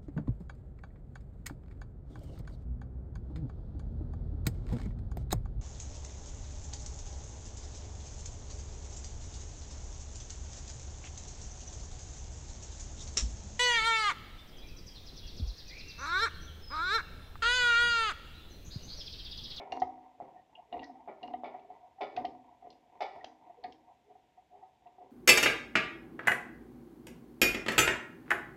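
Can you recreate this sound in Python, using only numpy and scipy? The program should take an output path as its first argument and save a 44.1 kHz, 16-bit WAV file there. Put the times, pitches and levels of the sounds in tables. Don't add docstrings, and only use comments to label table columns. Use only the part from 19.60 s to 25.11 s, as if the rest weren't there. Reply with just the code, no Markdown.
import sys
import numpy as np
from scipy import signal
from scipy.fft import rfft, irfft
from scipy.io import wavfile
from scipy.ndimage import uniform_filter1d

SR = 44100
rng = np.random.default_rng(int(sys.argv[2]) if len(sys.argv) > 2 else 0)


def generate_wav(signal):
    frames = np.transpose(np.atleast_2d(signal))
    scaled = np.clip(frames, -1, 1) * 32767
    pcm = np.round(scaled).astype(np.int16)
    wavfile.write(sys.argv[1], SR, pcm)


N = 242991

# start in seconds, level in dB, clack pitch in Hz,
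# crack bandwidth in octaves, level of the shaft's drone in dB.
HARD_TOUCHES = [(0.121, -34.5, 2804, 2.2, -46), (0.167, -54, 4430, 1.4, -51), (0.199, -51, 5660, 0.83, -66),
                (0.218, -47.5, 3100, 0.92, -50.5), (0.952, -46, 2840, 0.39, -85),
                (1.126, -44, 2840, 0.88, -47.5), (1.168, -56, 2370, .7, -59.5),
                (1.193, -45, 2790, 0.96, -57.5), (1.218, -60, 3300, 1, -55.5),
                (1.231, -48.5, 2240, 2.3, -52), (1.241, -49.5, 5120, 0.73, -53),
                (1.630, -42, 2810, 1.33, -50), (1.676, -50.5, 2860, 1.7, -49.5),
                (1.735, -50.5, 3100, 0.73, -50.5), (1.995, -62.5, 2700, 1.3, -76),
                (2.564, -39, 2560, 1.73, -47), (2.575, -56, 3420, 1.4, -47.5),
                (2.651, -39.5, 3122, 1.4, -49), (3.103, -51.5, 4380, 0.78, -65),
                (3.128, -60.5, 3520, 1.4, -73), (3.644, -40, 3220, 1.86, -56.5),
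                (4.038, -45, 4400, 0.62, -57.5), (4.042, -45, 1860, 0.61, -56.5),
                (4.123, -50.5, 3250, 1.56, -64.5), (5.269, -65, 2700, 1, -78)]
# peak time and build-up in seconds, scrape and swish levels in dB.
WALL_PUSHES = [(0.198, 0.14, -47, -54.5), (0.63, 0.028, -54.5, -51.5), (1.15, 0.022, -45, -48.5),
               (1.655, 0.046, -50.5, -55.5), (2.11, 0.016, -55.5, -68.5), (2.59, 0.034, -46.5, -47.5),
               (3.081, 0.042, -62, -59.5), (3.56, 0.013, -50, -62.5), (4.079, 0.058, -62, -59),
               (4.521, 0.046, -69.5, -71.5), (4.99, 0.052, -63.5, -70), (5.44, 0.046, -63.5, -61.5)]
# peak time in seconds, scrape and gurgle levels in dB.
BOTTOM_SWEEPS = [(0.45, -62, -67), (0.96, -64, -63), (1.41, -63.5, -55), (1.928, -60, -60),
                 (2.27, -69.5, -65.5), (2.89, -64, -59.5), (3.36, -58.5, -58), (3.86, -59, -58.5),
                 (4.29, -73, -63.5), (4.79, -80, -91), (5.27, -65, -64.5)]


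def amp(db):
    return 10 ** (np.asarray(db) / 20)


def unit(x):
    return x / np.sqrt(np.mean(x ** 2) + 1e-20)


def curve_at(points, hz):
    point_hz, value = np.transpose(points)
    return np.interp(np.log(hz + 1), np.log(point_hz + 1), value)


def add(mix, start, sound):
    part = mix[max(round(start * SR), 0):][:len(sound)]
    part += sound[:len(part)]


def colour(x, spectrum, size=4096):
    log_gain = np.log(amp(curve_at(spectrum, abs(np.fft.fftfreq(size, 1 / SR)))))
    taps = np.fft.ifft(np.exp(np.conj(signal.hilbert(log_gain)))).real[:size // 2]
    return signal.fftconvolve(x, taps / np.linalg.norm(taps))[:len(x)]


def ring(modes, t):
    return sum(amp(db - 60 * t / t60) * np.sin(2 * np.pi * hz * t) for hz, db, t60 in modes)


def swell(t, rise_s):
    u = t / max(rise_s, 1e-4)
    return u * np.exp(1 - u)


def grains(per_s, spread_db, size):
    strength = amp(spread_db * np.minimum(rng.exponential(1, size), 3))
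    return unit(strength * rng.choice([-1, 1], size) * (rng.random(size) < per_s / SR))


def background(air_db=-73.5):
    # frequency in Hz, relative spectral density in dB.
    air_spectrum = [(20, -20), (60, 0.5), (110, -4), (200, -3.5), (400, -3.5), (620, -5.5), (740, 2.5),
                    (900, -19.5), (1400, -16.5), (2100, -13), (3600, -16.5), (4300, -23), (7300, -25),
                    (9000, -33.5), (14000, -33.5)]
    # frequency in Hz, rms level in dB.
    hum_tones = [(60, -97), (120, -92)]
    t = np.arange(N) / SR
    gain = amp(curve_at(air_spectrum, np.fft.rfftfreq(N, 1 / SR)))
    air = unit(irfft(rfft(rng.standard_normal(N)) * gain, N))
    hum = sum(amp(db) * np.sqrt(2) * np.sin(2 * np.pi * (hz * t + rng.random())) for hz, db in hum_tones)
    return amp(air_db) * air + hum


def kitchen(x, build_s=0.0066):
    # frequency in Hz, reverberation time in seconds.
    decay_times = [(150, 1), (400, 0.42), (1000, 0.47), (3000, 0.15), (8000, 0.36)]
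    hz, t, bands = signal.stft(rng.standard_normal(SR // 2), SR, nperseg=256)
    decay = amp(-60 * t / curve_at(decay_times, hz)[:, None])
    tail = signal.istft(bands * decay, SR, nperseg=256)[1]
    tail *= 1 - np.exp(-(np.arange(len(tail)) / SR / build_s) ** 2)
    return signal.fftconvolve(x, tail / np.linalg.norm(tail))[:N]


def soft_note(middle, db, hz, half_s, glide=0.031, rough=0.65, waver_hz=70):
    t = np.arange(-3 * half_s, 3 * half_s, 1 / SR)
    jostle = rng.standard_normal(SR // 2) + 1j * rng.standard_normal(SR // 2)
    waver = signal.lfilter(*signal.butter(2, waver_hz, fs=SR), jostle)
    waver = waver[-len(t):] / waver.std()
    cycles = np.cumsum(hz * (1 + glide * t / half_s / 2)) / SR
    note = ((1 + rough * waver) * np.exp(2j * np.pi * cycles)).real / np.hypot(1, rough)
    return middle + t[0], amp(db) * np.exp(-(t / half_s) ** 2) * note


def gurgles(slosh_hz=430, sweep_hz=925, slosh_lead_s=0.01215):
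    out = np.zeros(N)
    for peak, *_ in WALL_PUSHES:
        hz = slosh_hz * (1 + 0.056 * rng.standard_normal())
        add(out, *soft_note(peak - slosh_lead_s, db=-62, hz=hz, half_s=0.046))
    for peak, _, db in BOTTOM_SWEEPS:
        hz = sweep_hz * (1 + 0.025 * rng.standard_normal())
        add(out, *soft_note(peak, db, hz, half_s=0.035))
    return out


def stroke_notes():
    # middle in seconds, level in dB, pitch in Hz, half length in seconds.
    wall_rubs_and_gurgles = [(0.789, -68, 1853, 0.023), (0.773, -51, 735, .028), (0.992, -49, 718, .016),
                             (1.018, -56, 870, .018), (1.237, -52, 1925, .015), (2.108, -47.5, 729.5, .014),
                             (2.249, -54, 726, 0.027), (2.927, -51.5, 722, .014),
                             (3.274, -57.5, 730, 0.016), (3.615, -53.5, 1900, 0.0077),
                             (3.997, -57, 481, .02), (4.305, -50.5, 740, 0.021), (4.515, -54.5, 732, 0.022),
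                             (4.945, -50.5, 730, 0.026), (5.04, -59, 874, 0.038),
                             (5.419, -45.5, 723, 0.017)]
    out = np.zeros(N)
    for row in wall_rubs_and_gurgles:
        add(out, *soft_note(*row))
    return out


def stroke(peak, build_s, fade_db_per_s):
    t = np.arange(N) / SR - peak
    return np.exp(-(np.minimum(t, 0) / build_s) ** 2) * amp(-fade_db_per_s * np.maximum(t, 0))


def stirring(resting_db=-79.5, sweep_build_s=0.045, swish_gain_db=-1):
    # frequency in Hz, relative level in dB.
    bottom_spectrum = [(30, -41), (200, -22.5), (580, -20.5), (670, -6), (738, 6), (810, -12), (930, -3),
                       (1100, -20), (1350, -34), (1750, -37.5), (1950, -22.5), (2600, -35), (3600, -43.5),
                       (5000, -48.5), (9000, -63)]
    # frequency in Hz, relative level in dB.
    liquid_spectrum = [(20, -30), (55, -13), (110, -11.5), (190, -12), (255, -4.5), (340, -0.5),
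                       (420, -4.5), (540, -0.5), (800, -21), (1500, -38.5), (5000, -73)]
    strokes = list(WALL_PUSHES) + [(peak, sweep_build_s, db, db - 9) for peak, db, _ in BOTTOM_SWEEPS]
    press = sum(amp(db) * stroke(peak, build, fade_db_per_s=93.5) for peak, build, db, _ in strokes)
    press += amp(resting_db)
    flow = sum(amp(db) * stroke(peak, build, fade_db_per_s=129) for peak, build, _, db in strokes)
    scrape = colour(grains(per_s=500, spread_db=4, size=N) * press, bottom_spectrum)
    swish = colour(grains(per_s=600, spread_db=5, size=N) * flow, liquid_spectrum)
    return scrape + amp(swish_gain_db) * swish


def clunks(blow_hz=720, rise_s=0.0014, bounce_s=0.0072, chatter_rise_s=0.012, linger_s=0.099):
    # start in seconds, level in dB, chatter gain in dB, lower and upper cutoffs in Hz.
    landings = [(0.0, -37.5, -6, 200, 2730), (0.601, -34.5, -18.5, 189, 1700),
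                (1.475, -39.5, -2.5, 208, 2040), (1.835, -31, -10, 200, 3500),
                (1.941, -45, -8, 223.5, 2340), (2.407, -33, -0.5, 233, 4600), (3.405, -31, -1, 454, 6000)]
    # frequency in Hz, relative level in dB, decay time in seconds.
    grate_modes = [(335, -5, 0.3), (418.5, 10, 0.064), (444, -7.5, 0.26), (647, 4.5, 0.16),
                   (783, 7.5, 0.031), (1270, -8, 0.17), (1391, -7, 0.24), (1770, -10, 0.2),
                   (1952, -8, 0.34), (2266, -2.5, 0.066), (2820, -16.5, 0.091), (2970, -12, 0.12),
                   (3450, -11, 0.048), (3540, -14.5, .1), (4390, -21, 0.092), (4830, -16, 0.09)]
    # frequency in Hz, relative level in dB.
    rattle_spectrum = [(30, -47), (90, -21), (200, -16), (280, -17), (450, 0), (760, 5.5), (1050, -8),
                       (1600, -24), (2200, -6), (2800, -23.5), (3500, -18), (4200, -23.5), (4900, -21),
                       (6500, -40.5), (10000, -42)]
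    t, out = np.arange(SR // 2) / SR, np.zeros(N)
    tone = np.sin(2 * np.pi * blow_hz * t)
    blow = swell(t, rise_s) * tone
    add(blow, bounce_s, amp(-5) * swell(t, 2 * rise_s) * tone)
    settling = swell(t, chatter_rise_s) + amp(-10) * np.exp(-t / linger_s) * (1 - np.exp(-t / rise_s))
    for start, db, chatter_db, low_hz, high_hz in landings:
        chatter = grains(per_s=2200, spread_db=3.3, size=len(t)) * settling
        metal = sum(amp(mode_db) * unit(signal.fftconvolve(chatter, ring([(hz, 0, t60)], t))[:len(t)])
                    for hz, mode_db, t60 in grate_modes)
        rattle = unit(unit(colour(chatter, rattle_spectrum)) + unit(metal))
        rattle *= np.sqrt(np.mean(settling ** 2))
        band = signal.butter(3, [low_hz, high_hz], "band", fs=SR, output="sos")
        add(out, start, amp(db) * signal.sosfilt(band, amp(1) * blow + amp(chatter_db - 3) * rattle))
    return out


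def shaft(rise_s=0.02):
    # frequency in Hz, relative level in dB, decay time in seconds.
    shaft_modes = [(255, -1.5, 0.56), (261.4, -4.5, 0.47), (280.2, -3, 0.48), (315, -4.5, 0.61),
                   (384, -9, 0.096), (464, -1.5, 0.3)]
    t, out = np.arange(SR // 2) / SR, np.zeros(N)
    for start, *_, db in HARD_TOUCHES:
        modes = np.array(shaft_modes) + rng.standard_normal((len(shaft_modes), 3)) * [6, 1.5, 0]
        add(out, start, amp(db) * ring(modes, t) * (1 - np.exp(-t / rise_s)))
    return out


def ticks(rim_hz=2830, edge_hz=3140, clack_s=0.0013, crack_s=0.00076, grit_s=0.0036, bounce_s=0.0072):
    # frequency in Hz, relative level in dB, decay time in seconds.
    rim_modes = [(1870, 13, 0.049), (2150, 8.5, 0.012), (2790, 14, 0.04), (3145, -9.5, 0.013),
                 (3400, 5, 0.026), (3900, -4.5, 0.0058), (4308, -10, 0.014), (5400, -19.5, 0.025),
                 (5540, -16.5, 0.0067), (6100, -6, 0.0067)]
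    t, out = np.arange(SR // 8) / SR, np.zeros(N)
    for start, db, hz, octaves, _ in HARD_TOUCHES:
        modes = np.array(rim_modes) + rng.standard_normal((len(rim_modes), 3)) * [50, 2, 0]
        octaves_off = np.log2(modes[:, 0] / hz)
        modes[:, 1] -= 10 * np.log10(1 + (octaves_off / 0.17) ** 4)
        metal = ring(modes, t) * (1 - np.exp(-t / 0.001))
        resonance = 1 / (1 + ((hz - rim_hz) / 200) ** 2)
        clack = unit(swell(t, clack_s * (1 + resonance)) * np.sin(2 * np.pi * hz * t))
        centre_hz = edge_hz * (hz / edge_hz) ** 0.74
        band_hz = centre_hz * 2 ** (np.array([-0.5, 0.5]) * octaves)
        contact = signal.butter(4, band_hz, "band", fs=SR, output="sos")
        skid = swell(t, crack_s) + amp(-13) * swell(t, grit_s)
        add(skid, bounce_s * rng.uniform(0.2, 1), amp(-8) * swell(t, crack_s))
        grit = signal.sosfilt(contact, rng.standard_normal(len(t)) * skid)
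        crack = unit(signal.lfilter(*signal.butter(1, hz, fs=SR), grit))
        tick = crack + amp(-4 + 7 * resonance) * clack + amp(-7) * unit(signal.sosfilt(contact, metal))
        peak = 2 * np.sqrt(uniform_filter1d(tick ** 2, size=200).max())
        add(out, start, amp(db) * tick / peak)
    return signal.sosfilt(signal.butter(8, 7200, fs=SR, output="sos"), out)


def knocks(wall_hz=740, ring_rise_s=0.029, hard_db=-27, dulling=0.23):
    # start in seconds, level in dB, pitch of the wall in Hz, rise time in milliseconds.
    strikes = [(0.124, -25, 743, 2.3), (0.173, -28.5, 784, 0.98), (0.219, -16, 751, 3.34),
               (0.377, -43, 725, 2.6), (0.687, -46, 772, 2.4), (1.126, -31, 717, 2.8), (1.14, -32, 703, 5),
               (1.167, -35, 700, 0.99), (1.192, -38.5, 720, 2), (1.295, -41.5, 737, 3.4),
               (1.351, -45, 764, 6.8), (1.633, -33.5, 717.4, 4.1), (1.683, -35, 800, 1.1),
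               (1.738, -26, 727, 3.37), (1.944, -33.5, 744, 4.1), (2.048, -46, 700, 2.6),
               (2.383, -43, 768, 5.8), (2.574, -23, 724, 3.6), (2.646, -24, 721, 3.9),
               (3.024, -44.5, 724, 2.8), (3.041, -44.5, 710, 7.5), (3.069, -42.5, 700, 1.9),
               (3.566, -47.5, 705, 6.2), (3.643, -33, 710, 1.2), (3.896, -42, 700, 5.1),
               (4.041, -31, 731, 5.6), (4.553, -47.5, 742, 3.7), (4.775, -47.5, 731, 6.2),
               (5.025, -43.5, 753, 6.8), (5.258, -45, 714, 7.1), (5.383, -44.5, 752, 2.8)]
    # frequency in Hz, relative level in dB, multiple of the rise time.
    wall_modes = [(80, -42.5, 4.7), (151, -37, 1.5), (370, -28, 1.9), (603, -18.5, 0.15), (740, -2.5, 1.28),
                  (889, -20.5, 1), (1232, -34.5, 2.3), (1923, -25, 0.76), (2108, -37, 2.9)]
    # frequency in Hz, relative level in dB, decay time in seconds.
    pan_modes = [(380.2, -21, 0.18), (733, -29, 0.57), (765, -17, 0.27), (874, -26.5, .22),
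                 (871, -34.5, 0.32)]
    t, out = np.arange(SR // 2) / SR, np.zeros(N)
    for start, db, pitch_hz, rise_ms in strikes:
        note = np.zeros(len(t))
        for hz, mode_db, stretch in wall_modes:
            if hz < 2 * wall_hz:
                hz = hz * pitch_hz / wall_hz
            else:
                mode_db += dulling * min(db - hard_db, 0)
            note += amp(mode_db) * swell(t, stretch * rise_ms / 1000) * np.sin(2 * np.pi * hz * t)
        modes = np.array(pan_modes) + rng.standard_normal((len(pan_modes), 3)) * [6, 2, 0]
        ringing = ring(modes, t) * (1 - np.exp(-t / ring_rise_s))
        add(out, start, amp(db) * (note + ringing))
    return out


def scene():
    wall = knocks() + shaft()
    rim = ticks()
    grate = clunks()
    strokes = gurgles() + stroke_notes() + stirring()
    room = kitchen(amp(-12) * wall + amp(-5) * rim + amp(-8) * grate + amp(-10) * strokes)
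    return (wall + rim + grate + strokes + room + background())[None]


def record(dry, cutoff_hz=14250):
    taps = signal.firwin(511, cutoff_hz, window=("kaiser", 9), fs=SR)
    return signal.oaconvolve(dry, taps[None], "same")


dry = scene()
out = record(dry)
generate_wav(out)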